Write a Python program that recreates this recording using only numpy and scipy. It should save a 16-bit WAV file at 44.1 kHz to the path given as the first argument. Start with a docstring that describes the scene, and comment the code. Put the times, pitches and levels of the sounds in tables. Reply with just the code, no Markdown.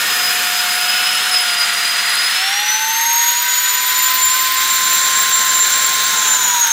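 """The seven-blade electric fan of an avalanche backpack blows up its airbag, close by on open snow.
Air jets into the folded bag with a bright hiss and the fan labours: a shaft hum and a piercing,
fluttering blade whine ride on the rush, and cavities in the unfolding bag resonate. At 2.3 s the bag
is tight, the unloaded fan speeds up and the duct rings higher. Near 4.6 s the flow stalls and the fan
churns against the full bag. At 6.1 s the power is cut and it begins to wind down."""
import sys
import numpy as np
from scipy import signal
from scipy.fft import rfft, irfft, next_fast_len
from scipy.io import wavfile
from scipy.ndimage import uniform_filter1d, minimum_filter1d

SR = 44100
rng = np.random.default_rng(int(sys.argv[2]) if len(sys.argv) > 2 else 0)


def wrap_up_sound(samples):
    """Save the sound to the file named by the first command line argument, as 16-bit audio."""
    columns = np.atleast_2d(samples).T
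    # keep every value between -1 and 1, then stretch to whole-number steps
    tamed = np.clip(columns, -1, 1)
    steps = np.round(tamed * 32767).astype(np.int16)
    wavfile.write(sys.argv[1], SR, steps)


N = 296342
TIME = np.arange(N) / SR
BLADES, TOP_SPEED_HZ = 7, 1073


# time_s, relative_db
WHINE_LEVEL = [(0.0, -28.5), (0.32, -21), (0.42, -26.5), (0.58, -23), (0.66, -27.5), (0.98, -21),
               (1.26, -28.5), (1.36, -18.5), (1.5, -27), (1.62, -21.5), (1.72, -30), (1.8, -21),
               (2.08, -26.5), (2.26, -21), (2.62, -27), (2.701, -20), (2.84, -23.9), (3.179, -17),
               (3.48, -25), (3.54, -18.5), (3.9, -25), (4.04, -18), (4.14, -32), (4.24, -14), (4.52, -31),
               (4.6, -22.5), (5.62, -16), (6.1, -25.5), (6.32, -15), (6.72, -17.0)]
# time_s, relative_db
OCTAVE_LEVEL = [(0.0, -32), (1.61, -29), (1.94, -33), (2.17, -27.5), (2.52, -36.5), (3.1, -22),
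                (3.65, -23.5), (3.96, -19.5), (4.68, -23.5), (6.72, -27.5)]

def blade_whine(shaft_rad, tight, unrest):
    """Blade-pass tone and its octave, roughened by inlet eddies; a third harmonic while the bag fills."""
    (whine_db,), (octave_db,) = in_time(WHINE_LEVEL), in_time(OCTAVE_LEVEL)
    blade_rad = BLADES * shaft_rad
    scatter = .17 + .25 * unrest
    whine = gust_gain(unrest) * tone(blade_rad, scatter, flutter_hz=20)
    octave = gust_gain(unrest + .31) * tone(2 * blade_rad, 2 * scatter, flutter_hz=55)
    third = (1 - tight) * tone(3 * blade_rad, 2.5 * scatter, flutter_hz=90)
    return (from_db(whine_db + 2.6) * whine + from_db(octave_db + 1) * octave
            + from_db(whine_db - 17.5) * third)


def gust_gain(unrest):
    """A blade tone throbs unevenly and dips when gusts break up the inflow, deeper in restless air."""
    waver_db = 1.68 * resonant_noise(pitch_hz=7.4, width_hz=7.4)
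    gusts = np.maximum(resonant_noise(pitch_hz=15, width_hz=42), 0)
    dip_db = (5 + 3 * unrest) * gusts
    return from_db(waver_db - dip_db)


# time_s, level_db
HUM_LEVEL = [(0.0, -42.5), (0.2, -33.5), (1.04, -31.5), (1.2, -36.1), (1.38, -31.5), (1.48, -35),
             (2.32, -41.5), (2.46, -28.0), (2.66, -29), (3.08, -21.5), (3.58, -30.2), (3.8, -28.5),
             (4.12, -23.5), (5.56, -23), (5.7, -30.5), (5.76, -23.5), (6.44, -27), (6.54, -23),
             (6.72, -25.6)]
# harmonic, filling_db, tight_db
SHAFT_OVERTONES = [(2, -34, -54), (3, -37, -46), (4, -35.5, -53), (5, -42.5, -53), (6, -42, -40)]

def shaft_hum(shaft_rad, tight):
    """One cycle per turn, with weak overtones that change as the bag tightens."""
    hum_db, = in_time(HUM_LEVEL)
    hum = from_db(hum_db) * tone(shaft_rad, scatter=.17, flutter_hz=16)
    for harmonic, filling_db, tight_db in SHAFT_OVERTONES:
        level_db = filling_db + (tight_db - filling_db) * tight
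        hum += from_db(level_db) * tone(harmonic * shaft_rad, scatter=.45, flutter_hz=3.9)
    return hum


# time_s, speed_hz
LABOURING_SPEED = [(0.0, 730.2), (0.18, 720.9), (0.85, 720.3), (1.24, 736.3), (1.46, 719.8), (1.5, 711.1),
                   (1.69, 703.8), (2.2, 708.2), (2.32, 726.0)]
# time_s, speed_hz
HUNTING_SPEED = [(4.7, 1047.6), (4.84, 1035.1), (4.94, 1040.8), (5.0, 1047.9), (5.08, 1042.0),
                 (5.18, 1052.8), (5.6, 1041.0), (5.72, 1044.4), (5.76, 1056.5), (5.82, 1048.1),
                 (6.12, 1054.1)]

def rotor_speed(full_s=2.33, stall_s=4.7, off_s=6.12):
    """The rotor labours under load, spins up once relieved, hunts against the full bag, winds down."""
    spin_up_s, leap_s, leap_hz = .98, .21, 25
    (labouring_hz,), (hunting_hz,) = in_time(LABOURING_SPEED), in_time(HUNTING_SPEED)
    since_full_s, since_off_s = np.maximum(TIME - full_s, 0), np.maximum(TIME - off_s, 0)
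    climb_hz = (TOP_SPEED_HZ - leap_hz - labouring_hz) * (1 - np.exp(-since_full_s / spin_up_s))
    snap_hz = leap_hz * (1 - np.exp(-(since_full_s / leap_s) ** 2))   # the bag snaps taut
    sag_hz = 92 * since_off_s + 246 * since_off_s ** 2
    speed_hz = np.where(TIME < stall_s, labouring_hz + climb_hz + snap_hz, hunting_hz) - sag_hz
    return uniform_filter1d(speed_hz, size=1000, mode="nearest")   # inertia


def shaft_angle(speed_hz, unrest):
    """Angle turned, in radians; the speed wobbles in restless air."""
    wobble = .0011 * unrest * drift(rate_hz=28)
    return 2 * np.pi * np.cumsum(speed_hz * (1 + wobble)) / SR


# start_s, settling_s
FLOW_STAGES = [(2.37, 0.22), (4.53, .24), (6.07, 0.14)]

def flow_states():
    """Tight bag, churning and coasting set in one after another, each rising from 0 to 1."""
    return [1 - np.exp(-np.maximum(TIME - start_s, 0) / settling_s)
            for start_s, settling_s in FLOW_STAGES]


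# frequency_hz, relative_db (all four)
FILLING_SPECTRUM = [(550, -72.5), (850, -61), (1050, -58.5), (1400, -51.5), (2000, -56), (2400, -54),
                    (3300, -54), (4150, -56), (5300, -62.5), (7200, -60.5), (10000, -65.5), (11500, -71.5),
                    (13300, -65.5), (15700, -77)]
TIGHT_SPECTRUM = [(680, -70.5), (1000, -59), (1300, -55.5), (2100, -55), (2900, -55.5), (3900, -51),
                  (5200, -57.5), (6800, -58.5), (9600, -60.5), (11500, -69), (13500, -60.5), (15700, -71)]
CHURNING_SPECTRUM = [(650, -70), (900, -60), (1190, -62), (1480, -50.5), (2150, -54.5), (2600, -59.5),
                     (3250, -56.5), (3950, -50.5), (5000, -61.5), (6200, -54), (8000, -62), (9700, -61),
                     (11500, -69.5), (13700, -64), (15700, -72)]
COASTING_SPECTRUM = [(720, -70.5), (880, -55.5), (1130, -61.5), (1520, -50), (2000, -58), (2800, -60),
                     (3900, -53), (4700, -66), (6500, -52), (7800, -63.5), (9600, -64), (11500, -71.5),
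                     (13400, -64), (15700, -69)]

def air_rush(speed_hz, tight, calm, churn, coast):
    """Turbulence, one colour per flow state; the tight and coasting levels follow rotor speed."""
    speed_octaves = np.log2(speed_hz / TOP_SPEED_HZ)
    filling_db, tight_db = -18.5 + .12 * TIME, -17 + 18.5 * speed_octaves
    churning_db, coasting_db = -16.5, -16 + 8.5 * speed_octaves
    rush = from_db(filling_db) * np.sqrt(1 - tight) * turbulence(FILLING_SPECTRUM)
    rush += from_db(tight_db) * calm * turbulence(TIGHT_SPECTRUM)
    rush += from_db(churning_db) * np.sqrt(tight * churn * (1 - coast)) * turbulence(CHURNING_SPECTRUM)
    rush += from_db(coasting_db) * np.sqrt(coast) * turbulence(COASTING_SPECTRUM)
    return rush


# peak_s, sigma_s, pitch_hz, width_hz, level_db
INFLATION_BANDS = [(.15, 0.71, 13400, 3000, -28.5), (.15, 0.57, 6900, 2500, -29.5),
                   (.1, 0.53, 1810, 200, -28), (.38, 0.074, 2470, 130, -25.5), (0.88, 0.18, 1452, 28, -35),
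                   (0.995, 0.14, 2580, 260, -27), (1.112, 0.29, 2960, 302, -26.5),
                   (2.1, 0.6, 1916, 260, -25.5), (2.3, 0.36, 4130, 320, -28),
                   (2.547, 0.18, 3530, 300, -27.5), (2.638, 0.24, 2750, 600, -27)]

def inflation_swells():
    """Noise bands swell and fade. 13400 and 6900 Hz: early hiss of air jetting into the folded bag.
    1452 Hz: a brief whistle at the hum's second harmonic. The rest: cavities in the opening folds."""
    bands = np.zeros(N)
    for peak_s, sigma_s, pitch_hz, width_hz, level_db in INFLATION_BANDS:
        swell = np.exp(-((TIME - peak_s) / sigma_s) ** 2 / 2)
        bands += from_db(level_db) * swell * resonant_noise(pitch_hz, width_hz)
    return bands


# pitch_hz, width_hz, relative_db
DUCT_MODES = [(1536, 56, -11), (1852, 136, -11.5), (2068, 160, -11.5), (2370, 84, -19)]

def duct_ring(tight, calm, stretch_s=2.38, glide_s=.0598):
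    """Duct resonances glide up as the bag stretches and ring most in nearly still air."""
    slack = .5 - .5 * np.tanh((TIME - stretch_s) / (2 * glide_s))
    ringing = sum(from_db(relative_db) * resonant_noise(pitch_hz, width_hz)
                  for pitch_hz, width_hz, relative_db in DUCT_MODES)
    pitch_ratio = 1 - .07 * slack
    gliding = np.interp(np.cumsum(pitch_ratio), np.arange(N), ringing)
    drive = calm + from_db(-10) * (1 - tight)
    return from_db(-20) * drive * gliding


# frequency_hz, relative_db
RUMBLE_SPECTRUM = [(34, -16), (48, -3), (68, -13), (110, -9.5), (160, 0), (205, 0), (265, -0.5),
                   (350, -3.5), (430, 2.5), (560, -0.5), (750, -3.5), (1100, -22)]
# time_s, relative_db
RUMBLE_ENVELOPE = [(0.0, -40.5), (0.42, -39.5), (0.52, -43.2), (2.28, -46), (2.46, -50.0), (2.82, -50.0),
                   (4.59, -46.5), (4.65, -43.0), (6.43, -41.0), (6.72, -51.0)]

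def flow_rumble():
    """Low turbulence under the rush."""
    rumble_db, = in_time(RUMBLE_ENVELOPE)
    return from_db(rumble_db + 1.5) * turbulence(RUMBLE_SPECTRUM)


# delay_s, gain_db
REFLECTIONS = [(.0042, -23), (.0054, -22), (.0091, -14.5), (0.0144, -22)]

def reflect(sound):
    """Short echoes off snow and bag comb the sound, making it slightly hollow."""
    return sound + sum(from_db(gain_db) * np.interp(TIME - delay_s, TIME, sound, left=0)
                       for delay_s, gain_db in REFLECTIONS)


def tone(phase_rad, scatter, flutter_hz):
    """Tone of rms 1; eddies scatter a share of it, so level and phase flutter."""
    eddies = (drift(flutter_hz) + 1j * drift(flutter_hz)) / np.sqrt(2)
    return np.sqrt(2 / (1 + scatter ** 2)) * np.real((1 + scatter * eddies) * np.exp(1j * phase_rad))


def turbulence(spectrum):
    """Noise of a given colour, rolled off below its lowest point, rms 1."""
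    size = next_fast_len(N)
    bins_hz = np.arange(size // 2 + 1) * SR / size + 1
    points_hz, points_db = np.transpose(spectrum)
    gain = from_db(np.interp(np.log(bins_hz), np.log(points_hz), points_db))
    gain *= np.minimum(bins_hz / points_hz[0], 1) ** 2
    return unit_rms(irfft(rfft(rng.standard_normal(size)) * gain, size)[:N])


def resonant_noise(pitch_hz, width_hz):
    """Noise twice through one resonance, rms 1."""
    radius = np.exp(-np.pi * width_hz / SR)
    section = [1 - radius, 0, radius - 1, 1, -2 * radius * np.cos(2 * np.pi * pitch_hz / SR), radius ** 2]
    return unit_rms(signal.sosfilt([section, section], rng.standard_normal(N)))


def drift(rate_hz):
    """Random wander, mostly below rate_hz, rms 1."""
    size = next_fast_len(N)
    bins_hz = np.arange(size // 2 + 1) * SR / size
    spectrum = rfft(rng.standard_normal(size)) / (1 + (bins_hz / rate_hz) ** 2)
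    return unit_rms(irfft(spectrum, size)[:N])


def in_time(rows):
    """One curve per column after time_s."""
    time_s, *columns = np.transpose(rows)
    return [np.interp(TIME, time_s, column) for column in columns]


def from_db(db):
    return 10 ** (np.asarray(db) / 20)


def unit_rms(x):
    return x / np.sqrt(np.mean(np.abs(x) ** 2) + 1e-20)


def scene():
    """Fan tones over buffeted air; no reverberation on open snow, both channels alike."""
    speed_hz = rotor_speed()
    tight, churn, coast = flow_states()
    # the flow is calmest between filling and churning
    unrest = .7 * (1 - tight) + churn
    calm = np.sqrt(tight * (1 - churn))
    shaft_rad = shaft_angle(speed_hz, unrest)
    fan = shaft_hum(shaft_rad, tight) + blade_whine(shaft_rad, tight, unrest)
    airflow = air_rush(speed_hz, tight, calm, churn, coast) + duct_ring(tight, calm)
    buffeting_db = .5 * drift(rate_hz=25)
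    airflow = from_db(buffeting_db) * (airflow + flow_rumble())
    sound = fan + reflect(airflow + inflation_swells())
    return np.array([sound, sound])


def record(dry, ceiling_db=-3.5, cutoff_hz=15750):
    """Fast peak limiter, then a steep low-pass."""
    allowed_gain = np.minimum(1, from_db(ceiling_db) / (np.abs(dry) + 1e-9))
    gain = uniform_filter1d(minimum_filter1d(allowed_gain, size=129), size=129)
    lowpass = signal.ellip(12, .1, 90, cutoff_hz, fs=SR, output="sos")
    return signal.sosfilt(lowpass, gain * dry)


dry = scene()
out = record(dry)
wrap_up_sound(out)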